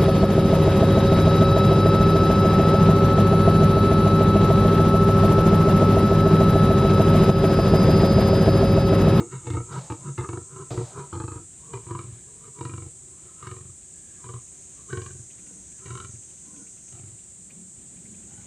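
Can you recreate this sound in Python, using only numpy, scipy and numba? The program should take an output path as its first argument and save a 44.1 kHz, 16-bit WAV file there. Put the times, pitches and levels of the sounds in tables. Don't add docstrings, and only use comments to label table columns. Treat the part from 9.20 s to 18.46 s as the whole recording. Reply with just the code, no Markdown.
import sys
import numpy as np
from scipy import signal
from scipy.fft import rfft, irfft
from scipy.io import wavfile
from scipy.ndimage import uniform_filter1d
from numba import njit

SR = 44100
rng = np.random.default_rng(int(sys.argv[2]) if len(sys.argv) > 2 else 0)


def transcribe(u):
    v = np.clip(np.atleast_2d(u).T, -1, 1)
    q = np.round(v * 32767).astype(np.int16)
    wavfile.write(sys.argv[1], SR, q)


def volts_from_decibels(level):
    exponent = np.asarray(level, float) / 20
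    return 10 ** exponent


N = 408366


def level(x, db):
    return x * volts_from_decibels(db) / np.sqrt(np.mean(x ** 2))


def noise():
    return rng.standard_normal(N)


def curves(table):
    s, *columns = np.transpose(table)
    return [np.interp(np.arange(N) / SR, s, c) for c in columns]


@njit
def svf(x, hz, width):
    y, b, l = np.empty(len(x)), 0., 0.
    for i in range(len(x)):
        g, k = np.tan(np.pi * hz[i] / SR), width / hz[i]
        v = (b + g * (x[i] - l)) / (1 + g * (g + k))
        b, l, y[i] = 2 * v - b, l + 2 * g * v, k * v
    return y


def ring(x, hz, width_hz, skirt=4.46):
    hz = hz + np.zeros(N)
    narrow = svf(x, hz, 1. * width_hz)
    return svf(narrow, hz, skirt * width_hz) / np.sqrt(np.pi * width_hz / SR)


def walk(rate):
    k = int(SR / rate)
    held = np.repeat(rng.standard_normal(N // k + 1), k)
    return 1.3 * uniform_filter1d(uniform_filter1d(held, k), k)[:N]


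def coloured(spectrum):
    hz, db = np.transpose(spectrum)
    f = np.maximum(np.arange(N // 2 + 1) * SR / N, 1)
    gain = volts_from_decibels(np.interp(np.log(f), np.log(hz), db, -90, -90))
    return irfft(rfft(noise()) * gain, N)


def tent(peak, db, swell_ms, fall_ms):
    round_db = 6
    ms = (np.arange(N) / SR - peak) * 1000
    below = 20 * np.maximum(-ms / max(swell_ms, 5), ms / max(fall_ms, 5))
    return volts_from_decibels(np.maximum(db + round_db - np.hypot(below, round_db), -200))


# frequency in Hz, level in dB per Hz.
PARK_SPECTRUM = [(34, -17), (58, -0.5), (183, -3), (252, -10.5), (373, -7.5), (459, -19), (534, -16.5),
                 (1070, -24.5), (2270, -23.5), (4000, -25.5), (5200, -42), (6760, -69), (11400, -120)]
# frequency in Hz, level in dB per Hz.
AIR_SPECTRUM = [(9000, -12), (11000, 13), (12500, 3), (15000, 12), (16000, -11)]


def park():
    rumble = volts_from_decibels(1.0 * walk(2.086) + 1.0 * walk(14)) * coloured(PARK_SPECTRUM)
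    return level(rumble, -55.5) + level(coloured(AIR_SPECTRUM), -79)


# frequency in Hz, level in dB per Hz.
CHORUS_SPECTRUM = [(2940, -37), (5000, -24.5), (5520, -23.5), (5680, -18.5), (6120, -16), (6650, -8),
                   (6710, -7.5), (7190, -2), (7660, 0), (8510, -3), (9690, -19), (12600, -55),
                   (21300, -120)]
CHORUS_DB = -46
# time in seconds, level in dB, body resonance in Hz.
NEAR_CICADA = [
    (0, -54, 6710),
    (1.8, -57, 6490),
    (1.88, -83, 6560),
    (3.6, -65, 6980),
    (5.5, -53.5, 6650),
    (7.72, -53, 6430),
    (7.8, -66, 6700),
    (8.4, -70, 6680),
    (9.26, -52, 6780),
]


def cicadas():
    click_hz = 475.6
    blur = level(volts_from_decibels(.5 * walk(6.9) + .5 * walk(40)) * coloured(CHORUS_SPECTRUM), CHORUS_DB)
    db, hz = curves(NEAR_CICADA)
    beats = np.cumsum(click_hz * (hz / 6500 + 0.0033 * walk(20))) / SR
    clicks = np.diff(np.floor(beats), prepend=0) * volts_from_decibels(2.0 * noise())
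    body = ring(level(clicks, 0) + .6 * noise(), hz, 900., skirt=1.1)
    return blur + volts_from_decibels(db + 1.14 * walk(20)) * level(body, 0)


def insect_spread():
    return level(coloured(CHORUS_SPECTRUM), CHORUS_DB - 17) + level(coloured(AIR_SPECTRUM), -85)


# first chirp in seconds, last chirp in seconds, gap in seconds, level in dB.
BIRD_PHRASES = [
    (4.612, 4.95, .081, -67),
    (5.182, 5.6, 0.076, -68),
    (6.093, 6.27, 0.081, -58),
    (6.503, 6.6, 0.075, -61),
    (6.937, 7.3, 0.076, -62.5),
    (7.351, 7.8, .106, -59.5),
    (7.865, 7.99, .109, -62),
    (8.29, 8.3, .09, -51.5),
    (8.755, 9.21, .088, -61.5),
]


def bird():
    chirp_hz, spread_hz, spread_db = 2316, 197, 0.5
    out, t = np.zeros(N + SR), np.arange(int(0.035 * SR)) / SR
    shape = np.sin(np.pi * t / t[-1]) ** 2
    for first, last, gap, db in BIRD_PHRASES:
        starts = np.arange(first, max(last, first + .001), gap)
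        chance = rng.standard_normal((8, 2 + len(t)))
        for s, (pitch, size, *air) in zip(starts, chance):
            cycles = (chirp_hz + spread_hz * pitch) * (t * .8 + 8.0 * t ** 2)
            hoarse = .6 + .9 * uniform_filter1d(air, size=30) * np.sqrt(30)
            gain = volts_from_decibels(db + 0.5 + spread_db * size)
            at = int(s * SR)
            out[at:at + len(t)] += gain * shape * hoarse * np.sin(2 * np.pi * cycles)
    return out[:N]


# time in seconds, level in dB, chest resonance in Hz.
FAR_RUMBLE = [
    (8.05, -66, 159),
    (8.186, -71, 170),
    (8.196, -51, 172),
    (8.348, -43, 187),
    (8.666, -51, 180),
    (8.822, -43, 198),
    (9.1, -44.5, 187),
]


def far_cat():
    db, hz = curves(FAR_RUMBLE)
    db[:int(FAR_RUMBLE[0][0] * SR)] = -120
    db[int(FAR_RUMBLE[-1][0] * SR):] -= 4
    throbs = volts_from_decibels(1.2 * walk(25)) * noise()
    return volts_from_decibels(db - 7.0) * (ring(throbs, hz, 42.0) + volts_from_decibels(-18.0) * ring(throbs, 287.0, 47.0))


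# start in seconds, level in dB, time to fall 60 dB in seconds.
SNARLS = [
    (.52, -45.5, 1),
    (.70, -69, 0.23),
    (1.506, -41.5, 1),
    (2.535, -56, 0.37),
]
# frequency in Hz, level in dB per Hz.
SNARL_SPECTRUM = [(300, -35), (550, 5), (850, -0.5), (1500, -12), (3000, -16), (4000, -11), (5200, -14),
                  (9000, -33), (15500, -40)]


def snarls():
    t = np.arange(N) / SR
    push = sum((t > s) * volts_from_decibels(db - 60 * np.abs(t - s) / t60) for s, db, t60 in SNARLS)
    return push * volts_from_decibels(2.1 * walk(81.8)) * level(coloured(SNARL_SPECTRUM), 0)


# peak in seconds, level in dB, ms to swell 20 dB, ms to fall 20 dB.
WHISTLES = [
    (3.02, -69, 250, 150),
    (4.96, -66, 300, 80),
    (6.58, -68, 150, 80),
]


def nostril_whistle():
    breath = sum(tent(*w) for w in WHISTLES) * noise()
    return ring(breath, 1670, 73)


# first flap in seconds, end in seconds, flaps a second,
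# share of clean flaps from 0 to 1.
FLAP_RUNS = [(0.269, 0.43, 30.0, .55), (0.700, 0.74, 48.0, .7), (0.979, 1.07, 33.0, .45),
             (1.089, 1.24, 23.8, .9), (1.360, 1.44, 17.7, .3), (1.510, 1.63, 30.3, .4),
             (1.928, 1.99, 42.0, .55), (2.000, 2.22, 25.3, .8), (2.536, 2.59, 27.0, .75),
             (2.667, 2.82, 24.4, .75), (2.840, 2.95, 24.0, .6), (3.241, 3.30, 27.0, .5),
             (3.387, 3.40, 40.0, .5), (3.409, 3.69, 23.6, .8), (4.226, 4.34, 23.0, .7),
             (4.364, 4.52, 22.7, .85), (5.041, 5.20, 20.6, .8), (5.728, 6.02, 22.5, .75),
             (6.657, 6.76, 21.0, .6), (6.774, 6.79, 36.0, .8), (6.801, 6.99, 22.0, .75),
             (7.725, 7.78, 40.0, .6), (7.796, 7.98, 25.0, .85), (9.135, 9.22, 23.5, .75)]


def folds():
    t = np.arange(N) / SR
    slaps, edge, air = np.zeros(N), np.zeros(N), np.ones(N)
    for start, end, rate_hz, share in FLAP_RUNS:
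        chance = rng.standard_normal((16, 2))
        air[(t > start - .022) & (t < start)] *= .5
        on = (t >= start) & (t < end)
        phase = rate_hz * (t[on] - start)
        flap = phase.astype(int)
        size = np.sqrt(share) * volts_from_decibels(1.2 * chance[flap, 0])
        since = phase % 1 / rate_hz
        air[on] = np.sqrt(1 - share) * (.75 + 1.3 * np.exp(-since / .02))
        unit = np.sqrt(SR / rate_hz)
        slaps[on] = size * unit * (np.diff(np.floor(phase), prepend=-1) > 0)
        bounce = np.diff(np.floor(phase + .5), prepend=0) > 0
        slaps[on] += .35 * size * volts_from_decibels(3 * chance[flap, 1]) * unit * bounce
        edge[on] = size * np.exp(-since / .005) / np.sqrt(rate_hz * .005 / 2)
    breath = air * volts_from_decibels(2.53 * walk(45)) * noise()
    spatter = edge * noise()
    deep = breath - slaps
    ragged = breath - .75 * slaps + .6 * spatter
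    spit = breath + spatter - .2 * slaps
    return deep, ragged, spit


# start in seconds, length in seconds, chest level in dB,
# throat and mouth levels in dB relative to chest.
GRUNTS = [(-.01, 0.01, -26.5, 6, -11), (0.27, 0.13, -31, -6, -18), (0.698, 0.024, -29, -7, -11.5),
          (0.977, 0.083, -36.5, -4, -7), (1.09, 0.082, -33.5, -3, -9.5), (1.51, 0.042, -35, -0.5, -18),
          (1.572, 0.032, -26.5, -6, -14.5), (1.925, 0.056, -34.5, -3.5, -8.5),
          (1.998, 0.041, -34.5, -5.5, -7), (2.077, 0.096, -37.5, -4.5, -8), (2.53, 0.031, -38, -2.5, -2.5),
          (2.778, 0.041, -41, -5, -1), (3.409, 0.069, -35.5, -5.5, -8.5), (3.494, 0.14, -38.5, -10.5, -13),
          (4.31, 0.09, -46.5, -6, -5.5), (5.724, 0.079, -34.5, -6, -12), (5.8, 0.096, -43.5, -8, -5),
          (6.775, 0.082, -40, -13, -6), (7.725, 0.13, -45, -23, -17.5)]
SWELLS = [
    (.3, 0.1, -32.5, -3.5, -12),
    (2.705, 0.054, -35, -7.5, -8.5),
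    (4.26, 0.055, -40.5, -9.5, -5),
    (5.06, 0.1, -43, -8.5, -4.5),
    (6.67, 0.096, -39.5, -10, -7),
    (9.13, .07, -50, -20, -13),
]
TAILS = [(1.17, 0.046, -43, -8.5, -17), (2.16, 0.038, -40.5, -7, -20), (2.84, 0.094, -43.5, -16.5, -22.5),
         (3.62, 0.036, -40, -8, -24), (4.405, 0.094, -46, -19, -25.5), (5.9, .12, -45.5, -14.5, -26),
         (6.87, 0.1, -44.5, -19.5, -40), (7.83, 0.11, -46, -27, -37)]
# peak in seconds, chest level in dB, mouth level in dB relative to chest,
# ms to swell 20 dB, ms to fall 20 dB.
GASPS = [(0.148, -37.5, -7, 63, 46), (0.571, -32.5, -6.5, 110, 50), (.89, -31, -13, 81, 26),
         (1.401, -39.5, -4.5, 114, 56), (1.79, -40, -3.5, 80, 75), (2.52, -46, -5, 83, 30),
         (3.271, -47, -4.5, 77, 22), (3.39, -42.5, -2, 39, 21), (4.09, -60.5, 0, 146, 60),
         (4.22, -55.5, 3, 33, 30), (5.6, -66.5, 6.5, 53, 54), (5.71, -43, -2.5, 30, 19)]
SIGHS = [
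    (3.08, -57, -15.5, 90, 90),
    (3.75, -61, -17, 50, 400),
    (6.323, -54, -17, 180, 180),
    (7.38, -52, -15, 140, 110),
]


def effort():
    attack_s, swell_s = 0.0062, 0.067
    sag_db_per_s, release_db_per_s = 10, 515
    closing_db_per_s = 0, 37, 52, 55
    teeth_db, gasp_teeth_db = -10, -13
    t = np.arange(N) / SR
    out = np.full((4, N), 1e-6)
    for pushes, rise in ((GRUNTS, attack_s), (SWELLS + TAILS, swell_s)):
        for start, length, db, throat_db, mouth_db in pushes:
            on = (t > start - .15) & (t < start + length + .3)
            since = t[on] - start
            late = np.clip(since, 0, length) - length / 2
            push = db - sag_db_per_s * late
            push = push - release_db_per_s * np.maximum(since - length, 0)
            push = push + 20 * np.minimum(since, 0) / rise
            above = np.array([0, throat_db, mouth_db, mouth_db + teeth_db])[:, None]
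            gain = volts_from_decibels(push + above - np.outer(closing_db_per_s, late))
            out[:, on] = np.maximum(out[:, on], gain)
    inward = np.zeros((4, N))
    for rows, throat_db in ((GASPS, -1), (SIGHS, 13)):
        for s, db, mouth_db, *slopes in rows:
            above = np.array([0, min(mouth_db + throat_db, 0), mouth_db, mouth_db + gasp_teeth_db])
            inward += np.outer(volts_from_decibels(above), tent(s, db, *slopes))
    share = inward[0] ** 4 / (inward[0] ** 4 + out[0] ** 4)
    return np.hypot(out, inward), share


# start in seconds, then chest, throat,
# lower mouth and upper mouth resonances in Hz.
JAW_POSTURES = [(.265, 103.4, 333, 872, 1262), (.695, 115, 322, 894, 1247), (.975, 110, 366, 892, 1215),
                (1.085, 106, 350, 937, 1285), (1.505, 112, 356, 885, 1250), (1.925, 111, 330, 840, 1215),
                (1.995, 107, 334, 864, 1224), (2.3, 124, 400, 862, 1073), (2.66, 120, 352, 960, 1180),
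                (3.0, 110, 379, 884, 1140), (3.4, 112.7, 338, 950, 1250), (4.22, 111, 375, 998, 1210),
                (5.02, 117, 376, 980, 1136), (5.7, 114, 375, 1056, 1520), (6.1, 158, 266, 826, 1410),
                (6.6, 114.6, 385, 988, 1310), (7.1, 159, 256, 934, 1440), (7.7, 117, 365, 697, 1250),
                (9.05, 105.8, 368, 760, 1430)]


def tract(inward):
    glide_hz_per_s, glide_s = (-44, 0, 382, 232), 0.19
    gasp_shift_hz = 28.2, 40, 94, 34.2
    t, (s, *held) = np.arange(N) / SR, np.transpose(JAW_POSTURES)
    now = np.maximum(np.searchsorted(s, t) - 1, 0)
    glide = np.outer(glide_hz_per_s, np.clip(t - s[now], 0, glide_s) * (1 - inward))
    hz = np.array(held)[:, now] + glide + np.outer(gasp_shift_hz, inward)
    return uniform_filter1d(hz, size=600)


# time in seconds, teeth resonance in Hz, rasp in dB.
BARED_TEETH = [(0, 2270, 6.5), (.3, 2150, 7.5), (.5, 2320, -2.5), (1, 2130, 2.5), (1.2, 2250, -6.5),
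               (1.55, 2350, -3), (1.95, 2450, -4.5), (2.55, 2480, -0.5), (2.75, 2250, -0.5), (3.5, 2315, 2),
               (4.3, 2270, 4), (5.1, 2390, -0.5), (5.8, 2370, 5), (6.75, 2270, 4), (7.8, 2320, 5)]
# multiple of the teeth resonance, width in Hz, level in dB.
TEETH_MODES = [(.83, 110, -3), (1, 100, 0), (1.25, 220, -5), (1.62, 220, -8), (1.2, 1800, -3)]


def teeth_rasp(spit):
    teeth_hz, bared_db = curves(BARED_TEETH)
    spit = volts_from_decibels(bared_db - 5.5) * spit
    out = np.zeros(N)
    for multiple, width_hz, db in TEETH_MODES:
        drive = volts_from_decibels(db + 2.5 * walk(15)) * spit
        out += ring(drive, multiple * teeth_hz * (1 + .025 * walk(12)), width_hz)
    return out


# frequency in Hz, width in Hz, level in dB relative to throat.
NOSE_MODES = [(270, 138, -9.5), (471, 24.5, -10.5), (700, 114, -16.5)]


def lion():
    (chest, throat, mouth, teeth), inward = effort()
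    deep, ragged, spit = folds()
    chest_hz, throat_hz, lower_hz, upper_hz = tract(inward)
    nose = sum(volts_from_decibels(db) * ring(throat * ragged, hz, width_hz) for hz, width_hz, db in NOSE_MODES)
    chest_tone = ring(chest * deep, chest_hz, 27.)
    throat_tone = ring(throat * deep, throat_hz, 33.)
    lower, upper, lips = (volts_from_decibels(db + 2.94 * walk(28)) * mouth * ragged for db in (-3, -4, -18))
    mouth_tone = ring(lower, lower_hz, 55.) - ring(upper, upper_hz, 90.) + ring(lips, 1625, 180)
    rasp = teeth_rasp(teeth * spit)
    return chest_tone - throat_tone + nose + mouth_tone + rasp + nostril_whistle()


def slope(x):
    t60_s, tail_db = 0.21, -10.5
    t = np.arange(SR // 3) / SR
    tail = rng.standard_normal(len(t)) * volts_from_decibels(-60 * t / t60_s) * (t > .008)
    return x + signal.fftconvolve(x, level(tail, tail_db) / np.sqrt(len(t)))[:N]


def scene():
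    mid = slope(lion() + snarls() + far_cat() + bird()) + cicadas() + park()
    side = insect_spread()
    return np.array([mid + side, mid - side])


def top_cut(x):
    return signal.sosfilt(signal.butter(12, 15500, fs=SR, output="sos"), x)


def record(dry):
    top_hz = 15500
    low_pass = signal.ellip(8, .2, 70, top_hz, fs=SR, output="sos")
    return top_cut(signal.sosfilt(low_pass, dry))


dry = scene()
out = record(dry)
transcribe(out)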